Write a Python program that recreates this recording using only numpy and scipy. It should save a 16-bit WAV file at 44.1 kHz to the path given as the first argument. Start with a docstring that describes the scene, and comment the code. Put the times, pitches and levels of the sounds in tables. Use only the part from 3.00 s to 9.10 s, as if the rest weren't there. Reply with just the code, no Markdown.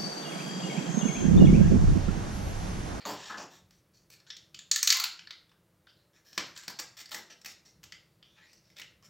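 """A rustle and a snap open the scene: cling film is pulled off a roll, stretched and cut with a blade.
The place is a hard-walled kitchen, with the phone's two microphone ports about a metre away.
Snaps are swelling bursts of tiny clicks and rustles are lumpy streams of them, both coloured by three rings.
Worktop and wall echoes and a diffuse noise tail place the film in the room.
A wavering low drone with a steadier upper part, and hiss, lie behind it."""
import sys
import numpy as np
from scipy import signal
from scipy.fft import rfft, irfft, next_fast_len
from scipy.io import wavfile
from scipy.ndimage import uniform_filter1d

SR = 44100
rng = np.random.default_rng(int(sys.argv[2]) if len(sys.argv) > 2 else 0)


def dump_mix(stems):
    """Bounce the given channels to the path in sys.argv[1] as a 16-bit WAV at rate SR."""
    frames = np.atleast_2d(stems).T  # one column per channel
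    limited = np.clip(frames, -1, 1)  # hard clip at full scale
    pcm = np.round(limited * 32767).astype(np.int16)
    wavfile.write(sys.argv[1], SR, pcm)


N = 268975  # samples, about 6.1 s

# How the sheet hangs as it is drawn out, peeled and cut. Each row: time in seconds, highest ring in Hz
# (before the slide factor), its nominal dB over the middle ring, sharpness of a snap's rings in dB.
STRETCH = [(0, 7000, -9, 17), (.5, 5780, 2, 3), (1.3, 5580, -4.5, 10.5), (1.55, 6960, -7.5, 4),
           (1.72, 6800, 3.5, 5.5), (2.029, 6230, -8.5, 6.5), (2.2, 5300, -5.5, 7), (2.9, 5000, -9, 10.5),
           (3.3, 5300, 1.5, 1.5), (4.1, 5580, 1, 8), (4.851, 5440, 2, 4), (5.3, 4900, -11.5, 12.5),
           (5.5, 5300, 7, 3), (5.8, 5500, -8, 8.5), (6.1, 5300, 12, 10)]
GRAIN_BANDS = 80  # random values for the uneven bands of one crease


def snaps():
    """Creases snap: each burst of clicks swells, peaks after 2.4 ms and dies, ringing the sheet."""
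    # Each row: time in seconds, nominal peak in dB, lowest ring in Hz (before a 0.98 factor),
    # its nominal dB under the peak, middle ring in Hz (same factor), nominal bass and top in dB under the peak.
    creases = [(0.052, -25, 1170, -3.5, 3980, -28, -39), (0.298, -32, 1470, 5, 3300, -22, -41),
               (0.381, -33, 1270, -12, 4650, -4, -36), (0.708, -49, 2020, -13, 3820, -21, -24),
               (1.102, -41, 2440, -11, 4370, -14, -13), (1.201, -48, 1770, -12, 4400, -24, -25),
               (1.303, -25, 1760, -21.5, 3590, -62, -50), (1.367, -35.5, 2090, -27, 3500, -46, -35),
               (1.545, -31, 1970, -26, 3140, -59, -40), (1.59, -31.5, 1810, -20, 3530, -53, -38.5),
               (1.714, -8, 1810, -24, 4330, -64, -30.5), (1.76, -11.5, 1850, -17, 4200, -57, -22),
               (1.829, -9.5, 1730, -16, 4500, -64, -19.5), (1.874, -5.5, 1920, -20.5, 4260, -67, -26.5),
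               (1.903, -4, 1750, -25.5, 4420, -85, -32), (1.924, -10, 2150, -13.5, 3880, -59, -26),
               (1.968, -17, 1330, -21.5, 4330, -57, -19), (1.999, -14, 1410, -15, 4450, -71, -23),
               (2.039, -12.5, 1400, -17.5, 4300, -72, -25), (2.192, -33, 1600, -18, 3010, -49, -55),
               (2.272, -34.5, 1530, -13, 4320, -38, -48), (2.307, -27, 1410, -21.5, 3950, -49, -43.5),
               (2.493, -52.5, 2090, -17.5, 3660, -18.5, -32.5), (2.516, -50, 1560, -3.5, 3010, -15.5, -34),
               (2.87, -44.5, 1540, -6.5, 3840, -33, -38), (3.33, -39.5, 1650, -17, 4120, -22, -32),
               (3.378, -13.5, 1600, -10.5, 3150, -22, -34), (3.564, -34, 1550, -12, 4150, -51, -32),
               (3.575, -32.5, 1920, -20, 4400, -44, -26), (3.634, -38.5, 1200, -10, 4250, -28.5, -26),
               (3.68, -22, 1600, -13.5, 4550, -20, -25), (3.701, -31.5, 1050, 4, 4500, -38, -10),
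               (3.797, -23, 1540, -13, 4870, -23, -18.5), (4.057, -35.5, 1980, -15, 4660, -51, -25),
               (4.092, -40.5, 2000, -11, 4630, -27, -19), (4.117, -26.5, 1320, -10.5, 4240, -48, -23),
               (4.127, -31, 1960, -15, 3690, -23, -27), (4.145, -22, 1970, -10.5, 4070, -22, -19),
               (4.415, -43.5, 1100, -18, 4020, -14, -26), (4.447, -33, 1950, -7.5, 3850, -24, -22),
               (4.459, -26, 1960, -11.5, 2680, -28, -21), (4.831, -42, 1174, -14, 2860, -23, -23),
               (4.838, -35.5, 1210, -14.5, 3870, -27, -19.5), (4.922, -30.5, 2070, -16.5, 3240, -42, -37.5),
               (5.227, -40.5, 1270, -23.5, 3260, -34.5, -45), (5.531, -45, 2070, -12, 4580, -23.5, -24),
               (5.701, -50.5, 2230, -7.5, 3780, -12, -28.5), (5.767, -42, 1830, -22, 3840, -33, -32),
               (5.785, -34.5, 2100, -19, 3800, -37, -29), (5.797, -31.5, 2200, -9, 3870, -31, -24),
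               (5.816, -31, 1920, -19, 2916, -37, -35), (6.025, -49.5, 1130, -2.5, 3080, -34, -19)]
    swell_s, mid_db, body_db = .0012, -10.5, 2
    energy_db = 11  # summed energy of a snap over the square of its nominal peak
    out = np.zeros((2, N))
    t = np.arange(4096) / SR
    times, *_, sharp_db = np.transpose(STRETCH)
    p = t / swell_s
    for s, db, *row in creases:
        # its clicks are more alike than a rustle's
        burst = p ** 2 * np.exp(-p) * clicks(len(t), spread_db=2)
        # summed over all directions the clicks do not interfere: the walls get one even impulse
        impulse = np.arange(len(t)) == int(2 * swell_s * SR)
        both = np.array([even(burst), impulse])
        colours = colour(s, *row, mid_db, body_db)
        ring_db = np.interp(s, times, sharp_db)
        snap = sheet(both, 0.98, *colours, ring_db, rng.standard_normal(GRAIN_BANDS))
        snap = snap / np.sqrt(np.sum(snap ** 2, axis=1, keepdims=True))
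        add(out, s - swell_s, undb(db + energy_db) * snap)
    return out


def rustles():
    """The sheet rustles or drags: clicks in uneven lumps; all three rings slide up, or stay if the slide is 0."""
    # Each row: start in seconds, length in seconds (sound stops at 0.28 s), level in dB before the swell,
    # slide of the rings in octaves, lowest ring in Hz at the start, its nominal dB over the middle ring,
    # middle ring in Hz at the start, nominal bass and top in dB over the middle ring.
    drags = [(0, 0.062, -56.5, .05, 1600, 3, 4280, -9, -26), (.053, 0.11, -38, 0.28, 886, 11, 4400, 1, -15),
             (0.149, 0.26, -52, 0.0062, 1090, -6, 3760, -44, -31),
             (.298, 0.083, -43, 0, 1670, 26, 3100, 6, -11),
             (.369, 0.1, -46.5, 0.14, 980, 13, 4760, 1.5, -17),
             (.5, .11, -62, 0.044, 1130, 0, 3770, -33, -15), (.71, 0.11, -74, 0, 1814, -9, 3970, -29, -14),
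             (0.933, 0.12, -72.5, 0.11, 1510, -15, 4400, -36, -12),
             (1.111, 0.07, -62.5, 0.08, 2280, -5, 4400, -49, -10),
             (1.265, 0.056, -62.5, 0.7, 1470, -2, 3500, -43, -33),
             (1.879, 0.11, -38, 0.17, 1910, 3, 4400, -47, -4),
             (1.929, 0.15, -46.5, 0.29, 1066, -0.5, 3000, -45.5, -13.5),
             (2.875, .077, -68, .07, 1450, -28.5, 3050, -44, -49.5),
             (2.96, .1, -76, 0.11, 1500, -8, 4000, -20.5, -17.5),
             (3.131, 0.089, -69.5, 0.35, 1600, 3, 3490, -31, -14.5),
             (3.246, .32, -62.5, 0.19, 1600, -5, 4100, -13.5, -10),
             (3.55, .14, -57, 0.0092, 1600, 0, 4200, -40, -15),
             (3.788, 0.018, -41.5, 0.085, 1490, 1, 4200, -19, -16),
             (3.968, 0.068, -50, 0.016, 1920, -1, 4040, -21.5, -12),
             (4.109, 0.11, -49.5, 0, 1500, 3.5, 3280, -9, -9),
             (4.298, 0.05, -55.5, 0.041, 1780, -3, 3800, -12.5, -27),
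             (4.458, .078, -50.5, 0, 2000, -11, 3680, -23, -16),
             (4.649, .075, -63.5, 0.031, 2000, -7, 4020, -12, -19),
             (5.001, 0.37, -86.5, 0, 1820, -10, 4000, -34, -22),
             (5.23, 0.21, -71.5, .51, 1200, -12.5, 3000, -37.5, -35.5),
             (5.362, .17, -64.5, 1, 1367, 5, 2760, -27, -44),
             (5.438, 0.22, -71, 0.31, 2000, -12, 3970, -43, -18.5),
             (5.64, .16, -73, .09, 2000, -9, 4000, -24.5, -29),
             (5.761, .059, -58, 0.031, 1986, -5, 3300, -22, -17),
             (6.032, 0.075, -63, 0.084, 1800, 3, 3500, -17.5, -9)]
    lump_s, lump_db, body_db = 0.0078, 2.5, 4
    loose_ring_db, taut_ring_db = 3.5, 6.5  # loose sheet; extra while it is drawn taut and the rings slide
    out = np.zeros((2, N))
    t = np.arange(12288) / SR
    for s, length, db, octaves, *row in drags:
        p = np.clip(t / length, 0, 1)
        lumps = undb(lump_db * np.interp(t / lump_s, np.arange(128), rng.standard_normal(128)))
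        swell = np.sin(np.pi * p ** 0.49) ** 0.77
        rub = swell * lumps * clicks(len(t), spread_db=3)
        ring_db = loose_ring_db + taut_ring_db * (octaves > .1)
        grain = rng.standard_normal(GRAIN_BANDS)
        colours = colour(s, *row, 0, body_db)
        # five overlapping pieces, each with its rings a step further along
        for k in range(5):
            piece = rub * np.clip(1 - abs(4 * p - k), 0, 1)
            slide = 2 ** (octaves * k / 4)
            add(out, s, undb(db) * sheet(piece[None], slide, *colours, ring_db, grain))
    return out


def film():
    """The whole sheet; rows are the sound towards the phone and the sound towards the walls."""
    return snaps() + rustles()


def clicks(count, spread_db):
    """Sparse clicks of both signs and uneven size over faint noise, rms 1."""
    clicks_per_s, limit = 4200, 4.5  # limit: the largest click, in spreads above the smallest
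    u, e, noise = rng.random(count), rng.exponential(size=count), rng.standard_normal(count)
    size = undb(spread_db * np.minimum(e, limit))
    x = (u < clicks_per_s / SR) * np.sign(noise) * size + 0.17 * noise
    return x / np.sqrt(np.mean(x ** 2))


def even(x):
    """The same burst with its broad spectrum flattened, energy about 1."""
    lines = rfft(x)
    return irfft(lines / np.sqrt(uniform_filter1d(abs(lines) ** 2, size=40)))


def colour(s, low_hz, low_db, mid_hz, bass_db, top_db, mid_db, body_db):
    """Rings, bass, top and body of the sheet at time s; the highest ring follows the stretch."""
    body_share = 0.55  # the body's level is a blend of lowest ring and bass, plus body_db
    times, hz, db, _ = np.transpose(STRETCH)
    body = body_share * low_db + (1 - body_share) * bass_db + body_db
    high_hz, high_db = np.interp(s, times, hz), mid_db + np.interp(s, times, db)
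    return low_hz, low_db, mid_hz, mid_db, high_hz, high_db, bass_db, top_db, body


def sheet(x, slide, low_hz, low_db, mid_hz, mid_db, high_hz, high_db, bass_db, top_db, body_db, ring_db, grain):
    """Colour of the film: three rings on a slope that joins them, scaled to the gain's mean power."""
    hz = np.fft.rfftfreq(x.shape[-1], 1 / SR)
    rings = [(low_hz * slide, low_db + 1.5), (mid_hz * slide, mid_db), (high_hz * slide, high_db - 1)]
    # bass, then body and shoulder at fixed parts of the unslid lowest ring, rings, top
    slope = spectrum(hz, [(60, bass_db - 8.5), (160, bass_db + 10.0), (0.53 * low_hz, body_db),
                          (0.61 * low_hz, low_db - 0.5), *rings, (11000, top_db + 4.5)])
    # every crease has its own uneven bands and gaps
    grain_db, grain_octaves = 3, .2
    bands = grain_db * np.interp(np.log2(hz + 1) / grain_octaves, np.arange(GRAIN_BANDS), grain)
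    peaks = sum(max(ring_db, 0) * bump(hz, f, octaves=.13) for f, _ in rings)
    gain = causal(slope + bands + peaks)
    return irfft(rfft(x) * gain) / np.sqrt(np.mean(abs(gain) ** 2))


def add(out, s, x):
    """Lay x into out from s seconds, cut at the end."""
    i = int(s * SR)
    out[:, i:i + x.shape[1]] += x[:, :out.shape[1] - i]


def kitchen(direct, spread):
    """Direct sound, echoes, a quick noise cluster and a diffuse tail; rows are middle and side."""
    # Reverberation of the room. Each row: frequency in Hz, time to fall by 60 dB in seconds.
    room_t60 = [(125, 0.51), (400, 0.47), (1500, 0.38), (5000, .38), (12000, 0.11)]
    # Worktop and nearest wall. Each row: delay in seconds, level in dB.
    surfaces = [(.0036, -15.5), (0.0167, -17)]
    tail_db, early_db, early_s = -3, -5.5, 0.0057
    t = np.arange(30000) / SR
    hz = np.fft.rfftfreq(len(t), 1 / SR)
    tails = 0
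    for centre_hz in 125 * 2. ** np.arange(8):
        band = irfft(rfft(rng.standard_normal((2, len(t)))) * bump(hz, centre_hz, 0.75))
        tails = tails + band * 10 ** (-3 * t / spectrum(centre_hz, room_t60))
    tails = tails * (1 - np.exp(-t / 0.0024))  # builds up over milliseconds
    early = rng.standard_normal((2, len(t))) * np.exp(-t / early_s)
    response = 0
    for db, part in ((tail_db, tails), (early_db, early)):
        response = response + undb(db) * part / np.sqrt(np.sum(part ** 2, axis=1, keepdims=True))
    echoes = [undb(db) * np.pad(direct, (int(s * SR), 0))[:N] for s, db in surfaces]
    near = np.array([direct + sum(echoes), echoes[0]])  # the worktop echo also reaches the side
    return signal.fftconvolve(spread[None], response, axes=1)[:, :N] + near


def hum():
    """Steady appliances: shaped noise whose low drone wavers in level."""
    # Colour of the appliances. 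Each row: frequency in Hz, relative density in dB.
    drone = [(15, -44.5), (40, -11.5), (108, -2), (141, -3.5), (175, -0.5), (270, -16.5), (335, -5),
             (363, -13), (591, -12.5), (641, -15), (714, -19.5), (1370, -21), (2840, -26.5), (7110, -32),
             (16000, -32)]
    level_db = -68.5
    size = N + N % 2
    hz = np.fft.rfftfreq(size, 1 / SR)
    lines = rfft(rng.standard_normal((2, size))) * undb(spectrum(hz, drone))
    low = 1 / (1 + (hz / 220) ** 4)
    waver_db = 3.4 * np.interp(np.arange(N), np.linspace(0, N, 40), rng.standard_normal(40))
    x = irfft(lines * low)[:, :N] * undb(waver_db) + irfft(lines * (1 - low))[:, :N]
    return x * undb(level_db) / np.sqrt(np.mean(x ** 2))


def hiss():
    """Faint white noise, before the side is coloured."""
    return undb(-86) * rng.standard_normal((2, N))


def port_colour(hz):
    """Resonances and a dip at the phone's port, as a minimum-phase response."""
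    # Each row: centre in Hz, width in octaves, gain in dB.
    port = [(4400, 0.078, 1.5), (7550, 0.16, 5), (9430, 0.18, -9), (13400, 0.067, 0)]
    return causal(sum(db * bump(hz, f, octaves) for f, octaves, db in port))


def two_ports(mid, side, hz, size):
    """Left and right from middle and side; the left port is a little louder around 1600 Hz."""
    # Width between the ports. Each row: frequency in Hz, gain of the side signal in dB.
    width = [(100, -28.5), (600, -39.5), (1200, -31), (1800, -8), (2600, -20), (5000, -32.5), (12000, -6.5)]
    lean = .12 * bump(hz, 1600, octaves=.3)  # share of the middle added to the side
    lines = rfft(side, size) * undb(spectrum(hz, width)) + rfft(mid, size) * lean
    side = irfft(lines)[:N]
    return np.array([mid + side, mid - side])


def undb(db):
    """Amplitude for a level in dB."""
    return 10 ** (np.asarray(db) / 20)


def spectrum(hz, points):
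    """Values of a (Hz, value) table, straight on a log-frequency axis."""
    f, v = np.transpose(points)
    return np.interp(np.log(hz + 1), np.log(f), v)


def bump(hz, centre_hz, octaves):
    """Bell of height 1 on a log-frequency axis."""
    return np.exp(-.5 * (np.log2((hz + 1) / centre_hz) / octaves) ** 2)


def causal(db):
    """Minimum-phase response for a gain in dB on an rfft grid."""
    cepstrum = irfft(db * np.log(10) / 20)
    half = len(cepstrum) // 2
    cepstrum[1:half] *= 2
    cepstrum[half + 1:] = 0
    return np.exp(rfft(cepstrum))


def scene():
    """Film in the kitchen through the port, over hum and hiss, spread to the two ports."""
    size = next_fast_len(N + 4096) // 2 * 2 + 2
    hz = np.fft.rfftfreq(size, 1 / SR)
    room = kitchen(*film())
    at_port = irfft(rfft(room, size) * port_colour(hz))[:, :N]
    mid, side = at_port + hum() + hiss()
    return two_ports(mid, side, hz, size)


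def record(dry):
    """The phone cuts the top: a steep elliptic low-pass at 15.9 kHz."""
    return signal.sosfilt(signal.ellip(10, .2, 60, 15900, fs=SR, output="sos"), dry)


dry = scene()
out = record(dry)
dump_mix(out)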